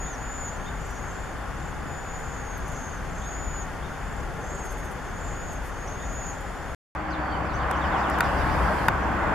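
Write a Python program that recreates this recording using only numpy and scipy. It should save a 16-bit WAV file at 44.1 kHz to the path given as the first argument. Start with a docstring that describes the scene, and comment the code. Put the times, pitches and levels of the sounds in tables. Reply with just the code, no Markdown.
"""Distant traffic rumbles while a flock of waxwings whistles and trills, thin and high, and a far bird
chips. Robins dabble in a bird bath, flicking drops and beating their wings, and a far car passes.
After a short silence comes a louder stretch of lawn with nearer traffic and an engine drone.
A far bird holds one note, then a songbird sings falling slurs and twitters. Meanwhile a camera
clicks, its case ringing briefly, and its zoom motor whirrs faintly between the last two clicks."""
import sys
import numpy as np
from scipy import signal
from scipy.fft import rfft, irfft
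from scipy.io import wavfile
from scipy.ndimage import uniform_filter1d

SR = 44100
rng = np.random.default_rng(int(sys.argv[2]) if len(sys.argv) > 2 else 0)


def store_wav(level_fs):
    """Save 16-bit WAV to argv[1]."""
    pcm = np.round(np.clip(np.atleast_2d(level_fs), -1, 1) * 32767)
    wavfile.write(sys.argv[1], SR, pcm.T.astype(np.int16))


N = 411894
TIME = np.arange(N) / SR
BATH_END_S, LAWN_START_S = 6.748, 6.951

# How alike the two ears hear the background. Each row: frequency in Hz, likeness from 0 to 1.
BATH_LIKENESS = [(60, 0.85), (130, 0.76), (290, 0.26), (630, 0.71), (1390, 0.95), (3060, 0.54),
                 (6710, 0.24), (14700, 0.3)]
LAWN_LIKENESS = [(60, 0.77), (130, 1), (290, 0.75), (630, 0.67), (1390, 0.73), (3060, 0.42), (6710, 0.1),
                 (14700, 0.024)]
# How the background leans to the left. Each row: frequency in Hz, left minus right in dB.
BATH_LEAN = [(60, 3.3), (110, 4.5), (200, 3.1), (380, 3.2), (690, 2.9), (1280, 2), (2350, 0.5), (4340, 1.0),
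             (8000, 0.5), (14700, 0.5)]
LAWN_LEAN = [(60, 8), (110, 6), (200, 3.5), (380, 3.0), (690, 0.5), (1280, 0.0), (2350, -1), (4340, 2),
             (8000, 0.5), (14700, 0)]


def gain_of(db):
    """Turns decibels into a factor to multiply a sound by."""
    return 10 ** (np.asarray(db) / 20)


def evened(x):
    """Scales a signal to an average strength (rms) of 1."""
    return x / np.sqrt(np.mean(x ** 2) + 1e-20)


def look_up(points, hz):
    """Reads between rows of frequency and value, with octaves evenly spaced."""
    row_hz, value = np.transpose(points)
    return np.interp(np.log(hz + 1), np.log(row_hz + 1), value)


def level(curve):
    """Turns rows of seconds and dB into a gain for every sample."""
    return gain_of(np.interp(TIME, *np.transpose(curve)))


def add(mix, start_s, sound):
    """Mixes a sound in at the given time."""
    part = mix[max(round(start_s * SR), 0):][:len(sound)]
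    part += sound[:len(part)]


def waver(rate_hz):
    """A smooth random wobble of strength 1, mostly slower than the rate."""
    hz = np.fft.rfftfreq(N, 1 / SR)
    return evened(irfft(rfft(rng.standard_normal(N)) * np.exp(-(hz / rate_hz) ** 2), N))


def hiss(count, centre_hz, octaves):
    """A stretch of noise in one broad band."""
    hz = np.fft.rfftfreq(count, 1 / SR) + 1
    band = np.exp(-(np.log2(hz / centre_hz) / octaves) ** 2)
    return evened(irfft(rfft(rng.standard_normal(count)) * band, count))


def tone(hz):
    """A pure tone of strength 1 that follows a pitch curve."""
    return np.sqrt(2) * np.sin(2 * np.pi * (np.cumsum(hz) / SR + rng.random()))


def wash(spectrum, likeness, lean, patchy_db, size):
    """Stereo noise shaped by a spectrum, with random louder and softer patches."""
    frames, hz = 4 * N // size + 5, np.fft.rfftfreq(size, 1 / SR)
    a, b, c, d, patches = rng.standard_normal((5, frames, len(hz)))
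    patches = evened(uniform_filter1d(uniform_filter1d(patches, size=8, axis=0), size=14, axis=1))
    shared = np.clip(look_up(likeness, hz), -1, 1)
    left = a + 1j * b
    right = shared * left + np.sqrt(1 - shared ** 2) * (c + 1j * d)
    tilt = gain_of(look_up(lean, hz) / 2)
    colour = gain_of(look_up(spectrum, hz) + patchy_db * patches)
    spectra = np.array([left * tilt, right / tilt]) * colour
    out = signal.istft(spectra.swapaxes(1, 2), nperseg=size, noverlap=size - size // 4)[1][:, :N]
    return out / out.mean(0).std()


def garden(x, wet_db, t60, pan_db):
    """Adds echoes from trees and walls, different at each ear, that fade by 60 dB in t60 seconds."""
    t = np.arange(SR // 2) / SR
    echoes = rng.standard_normal((2, len(t))) * (rng.random((2, len(t))) < .03)
    echoes *= (t > .004) * gain_of(-60 * t / t60)
    echoes *= gain_of(wet_db) / np.linalg.norm(echoes, axis=1, keepdims=True)
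    direct = x * gain_of([[pan_db / 2], [-pan_db / 2]])
    return direct + signal.oaconvolve(x[None], echoes, axes=1)[:, :N]


def slur(length_s, start_hz, end_hz, db, rough=.015, swell_db=3):
    """One slightly rough bird note that swells as it glides between two pitches."""
    count = int(length_s * SR)
    burr = 1 + rough * evened(uniform_filter1d(rng.standard_normal(count), size=60))
    loudness = gain_of(db + swell_db * np.linspace(-1, 1, count)) * signal.windows.tukey(count, .4)
    return loudness * tone(np.geomspace(start_hz, end_hz, count) * burr)


def series(start_s, step_s, db, fade_db, count):
    """Times and levels for evenly repeated notes, loudest in the middle."""
    places = np.linspace(-1, 1, count)
    return [(start_s + k * step_s, db - fade_db * place ** 2) for k, place in enumerate(places)]


def far_traffic():
    """A wavering rumble and steady road noise reach the bath, and one far car passes."""
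    # Each row: frequency in Hz, relative level in dB.
    rumble_spectrum = [(11, -26), (18, -8.5), (48, 2), (108, -10.5), (145, -9), (212, -13.5), (232, -22),
                       (264, -12.5), (301, -20.5), (400, -20.5), (520, -59.5), (880, -120)]
    road_spectrum = [(150, -16), (260, -4.5), (320, -8.5), (450, -4.5), (660, -5), (810, -1), (930, -5.5),
                     (1080, -4), (1260, -6.5), (1400, -4), (1850, -8.5), (2400, -17), (3000, -21),
                     (3650, -22), (3950, -40), (6000, -62.5)]
    # The passing car. Each row: time in seconds, level in dB.
    car_levels = [(0, -81), (3.3, -60), (4.5, -43), (5.3, -49.5), (6.7, -45.5)]
    swell = gain_of(-35.5 + 1.05 * waver(4.8))
    rumble = swell * wash(rumble_spectrum, BATH_LIKENESS, BATH_LEAN, patchy_db=0, size=4096)
    road = gain_of(-37.5) * wash(road_spectrum, BATH_LIKENESS, BATH_LEAN, patchy_db=.23, size=2048)
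    return rumble + road + level(car_levels) * hiss(N, 494, octaves=.88)


def bath_air():
    """The air by the bath hisses softly, with a thin wavering whine."""
    # Each row: frequency in Hz, relative level in dB.
    spectrum = [(3000, -26.5), (4300, 2), (5500, 1), (7400, 0), (8200, -4), (9700, -4.5), (10300, -3.5),
                (11000, -6), (13000, -8), (14500, -17.5)]
    air = gain_of(-57) * wash(spectrum, BATH_LIKENESS, BATH_LEAN, patchy_db=.5, size=512)
    whine = gain_of(-74.5) * tone(10300 + 80 * waver(1) + 170 * waver(500))
    return air + whine


def waxwing_whistles(climb_hz=539, sag_hz=180.4, drop_s=.014, attack_s=.024, release_s=.0077):
    """Nearly pure, quivering tones climb to a top pitch and sag; many drop at the very end."""
    # Each row: start in seconds, length in seconds, top pitch in Hz, level in dB, swell from start
    # to end in dB, place of the top from 0 to 1, closing drop in Hz.
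    whistles = [(-.04, .2, 6745, -42.5, 3, 0.15, 1901), (-.04, .17, 7000, -45, -8, .2, 49),
                (0.146, 0.36, 6970, -45, 11, 0.5, 451), (0.153, .42, 7130, -51, 1, 0.4, 249),
                (.54, 0.16, 6560, -56.5, -4, 0.7, 0), (0.581, 0.48, 6880, -56, -1, .35, 200),
                (.8, 0.19, 5940, -60, 3, .15, 100), (.92, .22, 6620, -53, -4, 0.36, 50),
                (1.081, 0.27, 6700, -59, -1, .5, 0), (1.44, 0.29, 7000, -63, 10, .6, 0),
                (1.838, 0.36, 6980, -49, 6, 0.17, 149), (2.06, 0.51, 6970, -56, -4, .35, 0),
                (2.2, .38, 6600, -54.5, 13, 0.3, 2), (2.548, 0.41, 6770, -54.5, 2, 0.4, 0),
                (2.652, 0.24, 6500, -53, 4, 0.6, 0), (2.73, 0.26, 6370, -56, -6, 0.53, 0),
                (3.122, 0.13, 6440, -53.5, 5, 0.3, 1), (3.22, 0.42, 6890, -44, 4, 0.53, 396),
                (3.85, 0.43, 6770, -61.5, -2, .5, 0), (4.351, 0.52, 7090, -61.5, -2, 0.5, 99),
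                (4.408, .31, 6580, -50.5, 11, 0.5, 0), (4.7, .21, 6570, -55.5, 3, 0.35, 100),
                (4.938, 0.18, 6520, -58, 11, 0.6, 0), (5.111, 0.43, 6950, -51.5, 2, 0.32, 250),
                (5.253, 0.33, 6620, -53, 6, .45, 150), (5.638, 0.3, 7000, -61, 0, .4, 1),
                (5.68, 0.28, 6550, -55, 10, 0.6, 0), (5.869, .455, 6900, -47.5, 12.5, .75, 200),
                (6.02, 0.31, 6540, -52, 6, 0.54, 1), (6.151, 0.36, 6930, -59, -2, 0.3, 0),
                (6.642, .25, 6800, -63, 0, 0.36, 0)]
    out, flicker_db = np.zeros(N), 2 * waver(48)
    quiver_hz = 42 * waver(250) + 30 * waver(35)
    for start, length, top_hz, db, swell_db, crest, drop_hz in whistles:
        t = np.arange(0, length, 1 / SR)
        progress = t / length
        own = rng.integers(N // 2) + np.arange(len(t))  # each bird quivers in its own way
        climb = climb_hz * (1 - progress / crest) ** 2
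        sag = sag_hz * ((progress - crest) / (1 - crest)) ** 2
        fall_hz = drop_hz * np.exp((t - length) / drop_s)
        pitch = top_hz - np.where(progress < crest, climb, sag) - fall_hz + quiver_hz[own]
        fade_db = .0055 * fall_hz  # the closing drop fades as it falls
        loudness = gain_of(db + swell_db * (progress - .5) + flicker_db[own] - fade_db)
        loudness *= (1 - np.exp(-t / attack_s)) * (1 - np.exp((t - length) / release_s))
        call = loudness * (tone(pitch) + gain_of(-32) * tone(2 * pitch))
        add(out, start, call[start + t >= 0])
    return out


def waxwing_chorus(leaders, low_hz=6450, high_hz=7350, arch_hz=600, pip_s=.023, idle_db=-65.5):
    """Farther waxwings trill, each at its own pitch and pace, louder when the leaders trill."""
    out, arch = np.zeros(N), np.linspace(-1, 1, int(pip_s * SR)) ** 2
    starts = np.arange(0, BATH_END_S, .07)
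    for start, (height, pace, lag) in zip(starts, rng.random((len(starts), 3))):
        for k, place in enumerate(np.linspace(-1, 1, 8)):
            top_hz = low_hz + (high_hz - low_hz) * height - 200 * place ** 2
            pip = np.hanning(len(arch)) * tone(top_hz - arch_hz * arch)
            add(out, start + .07 * lag + k / (22 + 16 * pace), pip)
    window = np.hanning(int(.32 * SR))  # the flock joins in around each trill
    excitement = np.sqrt(abs(signal.oaconvolve(leaders ** 2, window / window.sum(), "same")))
    return np.hypot(gain_of(-.5) * excitement, gain_of(idle_db)) * evened(out)


def bird_chips(scrape_s=.021, from_hz=3100, hold_s=.041, pitch_hz=3640):
    """A far bird scrapes up to a pitch and holds it for a moment."""
    # Each row: start of the held part in seconds, relative level in dB.
    chips = [(.05, -52), (.655, -50), (3.22, -51), (3.83, -50.5), (6.0, -53.5)]
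    out = np.zeros(N)
    for start, db in chips:
        add(out, start - scrape_s / 2, slur(scrape_s, from_hz, pitch_hz, db, rough=.032))
        add(out, start, slur(hold_s, pitch_hz, pitch_hz, db))
    return out


def waxwing_trills(pip_s=.023, arch_hz=900, sag_hz=110, scatter_hz=40):
    """Rows of pips, each a quick rise and fall of pitch; the middle pips are highest and loudest."""
    # Each row: first pip in seconds, last pip in seconds, top pitch in Hz, relative level in dB.
    trills = [(.363, .498, 7600, -51), (.813, .896, 7650, -51), (1.05, 1.152, 7380, -51),
              (1.17, 1.24, 7350, -50), (1.6, 1.69, 7400, -53.5), (1.81, 1.862, 7460, -56),
              (2.205, 2.405, 7270, -51), (2.671, 2.802, 7270, -51.5), (2.87, 2.952, 7120, -51),
              (3.118, 3.323, 7330, -50), (4.085, 4.21, 7500, -55), (4.443, 4.53, 7360, -52),
              (4.51, 4.64, 7700, -48), (4.96, 5.115, 7400, -59), (5.212, 5.32, 7570, -49),
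              (5.438, 5.554, 7400, -53), (6.232, 6.305, 7320, -46), (6.544, 6.718, 7050, -59)]
    # Higher trills run slower. Each row: top pitch in Hz, pips per second.
    pace = [(7200, 36), (7600, 23)]
    out, arch = np.zeros(N), np.linspace(-1, 1, int(pip_s * SR)) ** 2
    for first, last, top_hz, db in trills:
        count = round((last - first) * look_up(pace, top_hz)) + 1
        for when, place in zip(np.linspace(first, last, count), np.linspace(-1, 1, count)):
            pitch = top_hz - sag_hz * place ** 2 - arch_hz * arch + scatter_hz * rng.standard_normal()
            loudness = gain_of(db + 1 - 2.3 * place ** 2) * np.hanning(len(arch))
            add(out, when - pip_s / 2, loudness * tone(pitch))
    return out


def robin_splashes(drop_t60=.014, rebound_s=.006, rebound_db=-4):
    """Drops tick twice as they break and land; wing strokes are soft grainy puffs."""
    # Each row: start in seconds, level in dB, pitch in Hz.
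    drops = [(.868, -50, 10600), (.906, -49, 10500), (.944, -55, 10500), (2.576, -42, 11600),
             (2.681, -44, 10000), (2.719, -48, 10500), (2.81, -52, 9500), (6.13, -50, 12000),
             (6.41, -50, 10000)]
    # Each row: start in seconds, length in seconds, level in dB.
    wing_strokes = [(2.17, .06, -59), (4.628, .055, -52), (4.688, .065, -53), (4.76, .055, -55),
                    (4.825, .055, -55), (4.895, .05, -55), (5.5, .06, -56), (5.609, 0.11, -55)]
    out, t = np.zeros(N), np.arange(1024) / SR
    for start, db, hz in drops:
        for delay, weaker_db in ((0, 0), (rebound_s, rebound_db)):
            add(out, start + delay, gain_of(db + weaker_db - 60 * t / drop_t60) * hiss(len(t), hz, .5))
    for start, length, db in wing_strokes:
        count = int(length * SR)
        grain = evened(uniform_filter1d(rng.exponential(1, count) ** 2, size=40))
        add(out, start, gain_of(db) * np.hanning(count) * grain * hiss(count, 9200, .85))
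    return out


def bird_chirps():
    """Single short notes slide up or down."""
    # Each row: start in seconds, length in seconds, first and last pitch in Hz, relative level in dB.
    chirps = [(5.873, 0.018, 5700, 6580, -42.5), (7.093, .073, 5550, 3120, -49),
              (7.1, .027, 5670, 6600, -56), (7.286, .086, 3420, 2900, -48), (7.447, 0.1, 5800, 3270, -56),
              (7.53, .035, 5260, 6670, -49.5), (7.754, .027, 5400, 6500, -54),
              (9.016, .025, 5300, 6200, -56)]
    out = np.zeros(N)
    for start, *note in chirps:
        add(out, start, slur(*note, rough=.026))
    return out


def near_traffic():
    """Rumble and road noise swell beside the lawn."""
    # Each row: frequency in Hz, relative level in dB.
    rumble_spectrum = [(11, -50), (18, -20), (32, -14), (48, 2.5), (65, -18), (76, -1), (102, -7),
                       (155, -6), (188, -6), (247, -10), (309, -9.5), (342, -11.5), (400, -18), (520, -22),
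                       (880, -120)]
    road_spectrum = [(150, -48), (250, -14.5), (306, -5), (410, -6.5), (599, 0), (698, -1), (776, 3.5),
                     (853, 1), (1070, 2.5), (1290, -2), (1520, -1.5), (2220, -12.5), (3600, -25.5),
                     (3960, -36), (4200, -34), (5460, -43), (9240, -120)]
    # Each row: time in seconds, level in dB.
    rumble_levels = [(6.95, -38.5), (7.5, -34.5), (8.1, -33.5), (8.5, -29), (8.9, -31), (9.34, -31.5)]
    road_levels = [(6.95, -32.5), (7.2, -31), (7.55, -30.5), (7.9, -26.5), (8.2, -26), (8.7, -26),
                   (8.95, -28.5), (9.34, -26)]
    rumble = wash(rumble_spectrum, LAWN_LIKENESS, LAWN_LEAN, patchy_db=1, size=4096)
    road = wash(road_spectrum, LAWN_LIKENESS, LAWN_LEAN, patchy_db=.93, size=2048)
    return level(rumble_levels) * rumble + level(road_levels) * road


def lawn_air():
    """The air over the lawn hisses and grows a little louder."""
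    # Each row: frequency in Hz, relative level in dB.
    spectrum = [(3000, -20), (4300, 1), (6000, -1.5), (7400, 0.5), (8100, -7.5), (11500, -9.5),
                (12400, -7.5), (13200, -16), (14500, -20)]
    # Each row: time in seconds, level in dB.
    levels = [(6.95, -62), (7.6, -59.5), (8, -55.5), (9.34, -57)]
    return level(levels) * wash(spectrum, LAWN_LIKENESS, LAWN_LEAN, patchy_db=.6, size=512)


def engine(drone_hz=65.2, hum_hz=310):
    """An engine drones unsteadily under a higher hum, a little to the left."""
    # Each row: time in seconds, relative level in dB.
    drone_levels = [(6.96, -40), (7.6, -36), (8.52, -34), (8.62, -26.5), (8.9, -39), (9.05, -31.5),
                    (9.33, -39)]
    drone = level(drone_levels) * gain_of(.5 + 2 * waver(12)) * tone(drone_hz + 1.43 * waver(4.9))
    hum = gain_of(-45 + 2 * waver(4.2)) * tone(hum_hz + 8 * waver(23))
    return (drone + hum) * gain_of([[1.5], [-1.5]])


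def held_note(pitch_hz=4550):
    """A far bird holds one flickering note."""
    # Each row: time in seconds, relative level in dB.
    levels = [(6.95, -67), (7.23, -66), (7.32, -56), (7.43, -71), (7.62, -58), (7.9, -72)]
    singing = (TIME > LAWN_START_S) & (TIME < levels[-1][0])
    return singing * level(levels) * gain_of(3.4 * waver(20)) * tone(pitch_hz + 40 * waver(201))


def songbird():
    """A run of falling slurs overlaps with twitters of three quick downward sweeps each."""
    out = np.zeros(N)
    for start, db in series(7.588, step_s=.109, db=-45, fade_db=4, count=7):
        add(out, start, slur(.061, 3950, 2700, db))
    for start, db in series(7.835, step_s=.134, db=-50, fade_db=4, count=7):
        for k in range(3):
            add(out, start + k * .014, slur(.016, 6100, 4420, db))
    return out


def camera_clicks(tick_t60=.015, rise_s=.0011):
    """Each click is a bright tick and a short ring of the camera case."""
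    # Each row: start in seconds, relative knock level in dB, tick level in dB, factor on the pitch
    # of the case, extra level of its lowest tone in dB.
    clicks = [(7.712, -24, -30, 1.0, -4), (8.099, -38, -34, 1.0, -6), (8.186, -30, -35, 1.1, -6),
              (8.2062, -9.5, -21.5, 1.01, -10), (8.8836, -8, -22.5, 1.02, 5.5)]
    # Each row: pitch in Hz, relative level in dB, seconds to fade by 60 dB.
    case_tones = [(880, -5.5, 0.027), (1465, 5, 0.016), (1760, -1, 0.016), (2430, -9, 0.017),
                  (2720, -13, 0.019), (3580, -16, 0.02), (4620, -15, 0.013)]
    out, t = np.zeros(N), np.arange(2048) / SR
    for start, knock_db, tick_db, factor, low_db in clicks:
        low, *upper = (gain_of(db - 60 * t / t60) * np.sin(2 * np.pi * hz * factor * t)
                       for hz, db, t60 in case_tones)
        ring = gain_of(knock_db + 2) * (gain_of(low_db) * low + sum(upper)) * (1 - np.exp(-t / rise_s))
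        tick = gain_of(tick_db - 60 * t / tick_t60) * hiss(len(t), 9000, octaves=2)
        add(out, start, ring + tick)
    return out


def zoom_motor():
    """The camera's zoom motor makes a faint, high whirr."""
    # Each row: frequency in Hz, relative level in dB.
    spectrum = [(2500, -17), (4700, 10.5), (6200, -3), (9500, 1), (13000, -2), (14500, -8)]
    # Each row: time in seconds, level in dB.
    levels = [(8.19, -85), (8.24, -56), (8.55, -53.5), (8.87, -53), (8.9, -85)]
    return level(levels) * wash(spectrum, LAWN_LIKENESS, LAWN_LEAN, patchy_db=.7, size=512)


def tree_birds():
    """Birds in farther trees scatter a dozen short falling notes."""
    out = np.zeros(N)
    for when, height, fall in rng.random((12, 3)):
        hz = 2950 + 1500 * height
        add(out, 8.2 + .6 * when, slur(.0395, hz, hz * (1 - .142 * fall), db=-52))
    return out


def scene():
    """The bath, a short silence, then the lawn."""
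    songs = held_note() + bird_chips() + bird_chirps() + songbird() + tree_birds()
    far_birds = gain_of(-4) * garden(songs, wet_db=0, t60=.2, pan_db=0)
    bath = far_birds + far_traffic() + bath_air()
    bath += garden(waxwing_whistles(), wet_db=-9, t60=.3, pan_db=.5)
    leaders = waxwing_trills()
    bath += garden(leaders, wet_db=-7.5, t60=.51, pan_db=1)
    bath += garden(waxwing_chorus(leaders), wet_db=-4.5, t60=.4, pan_db=-.5)
    bath += garden(robin_splashes(), wet_db=-4, t60=.08, pan_db=1.5)
    lawn = far_birds + near_traffic() + lawn_air() + zoom_motor() + engine()
    lawn += np.array([camera_clicks(), camera_clicks()])  # same ring on both sides, separate ticks
    return bath * (TIME < BATH_END_S) + lawn * (TIME > LAWN_START_S)


def record(dry):
    """Cuts away the treble above 14600 Hz."""
    low_pass = signal.firwin(255, 14600, window=("kaiser", 9), fs=SR)
    return signal.oaconvolve(dry, low_pass[None], "same")


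dry = scene()
out = record(dry)
store_wav(out)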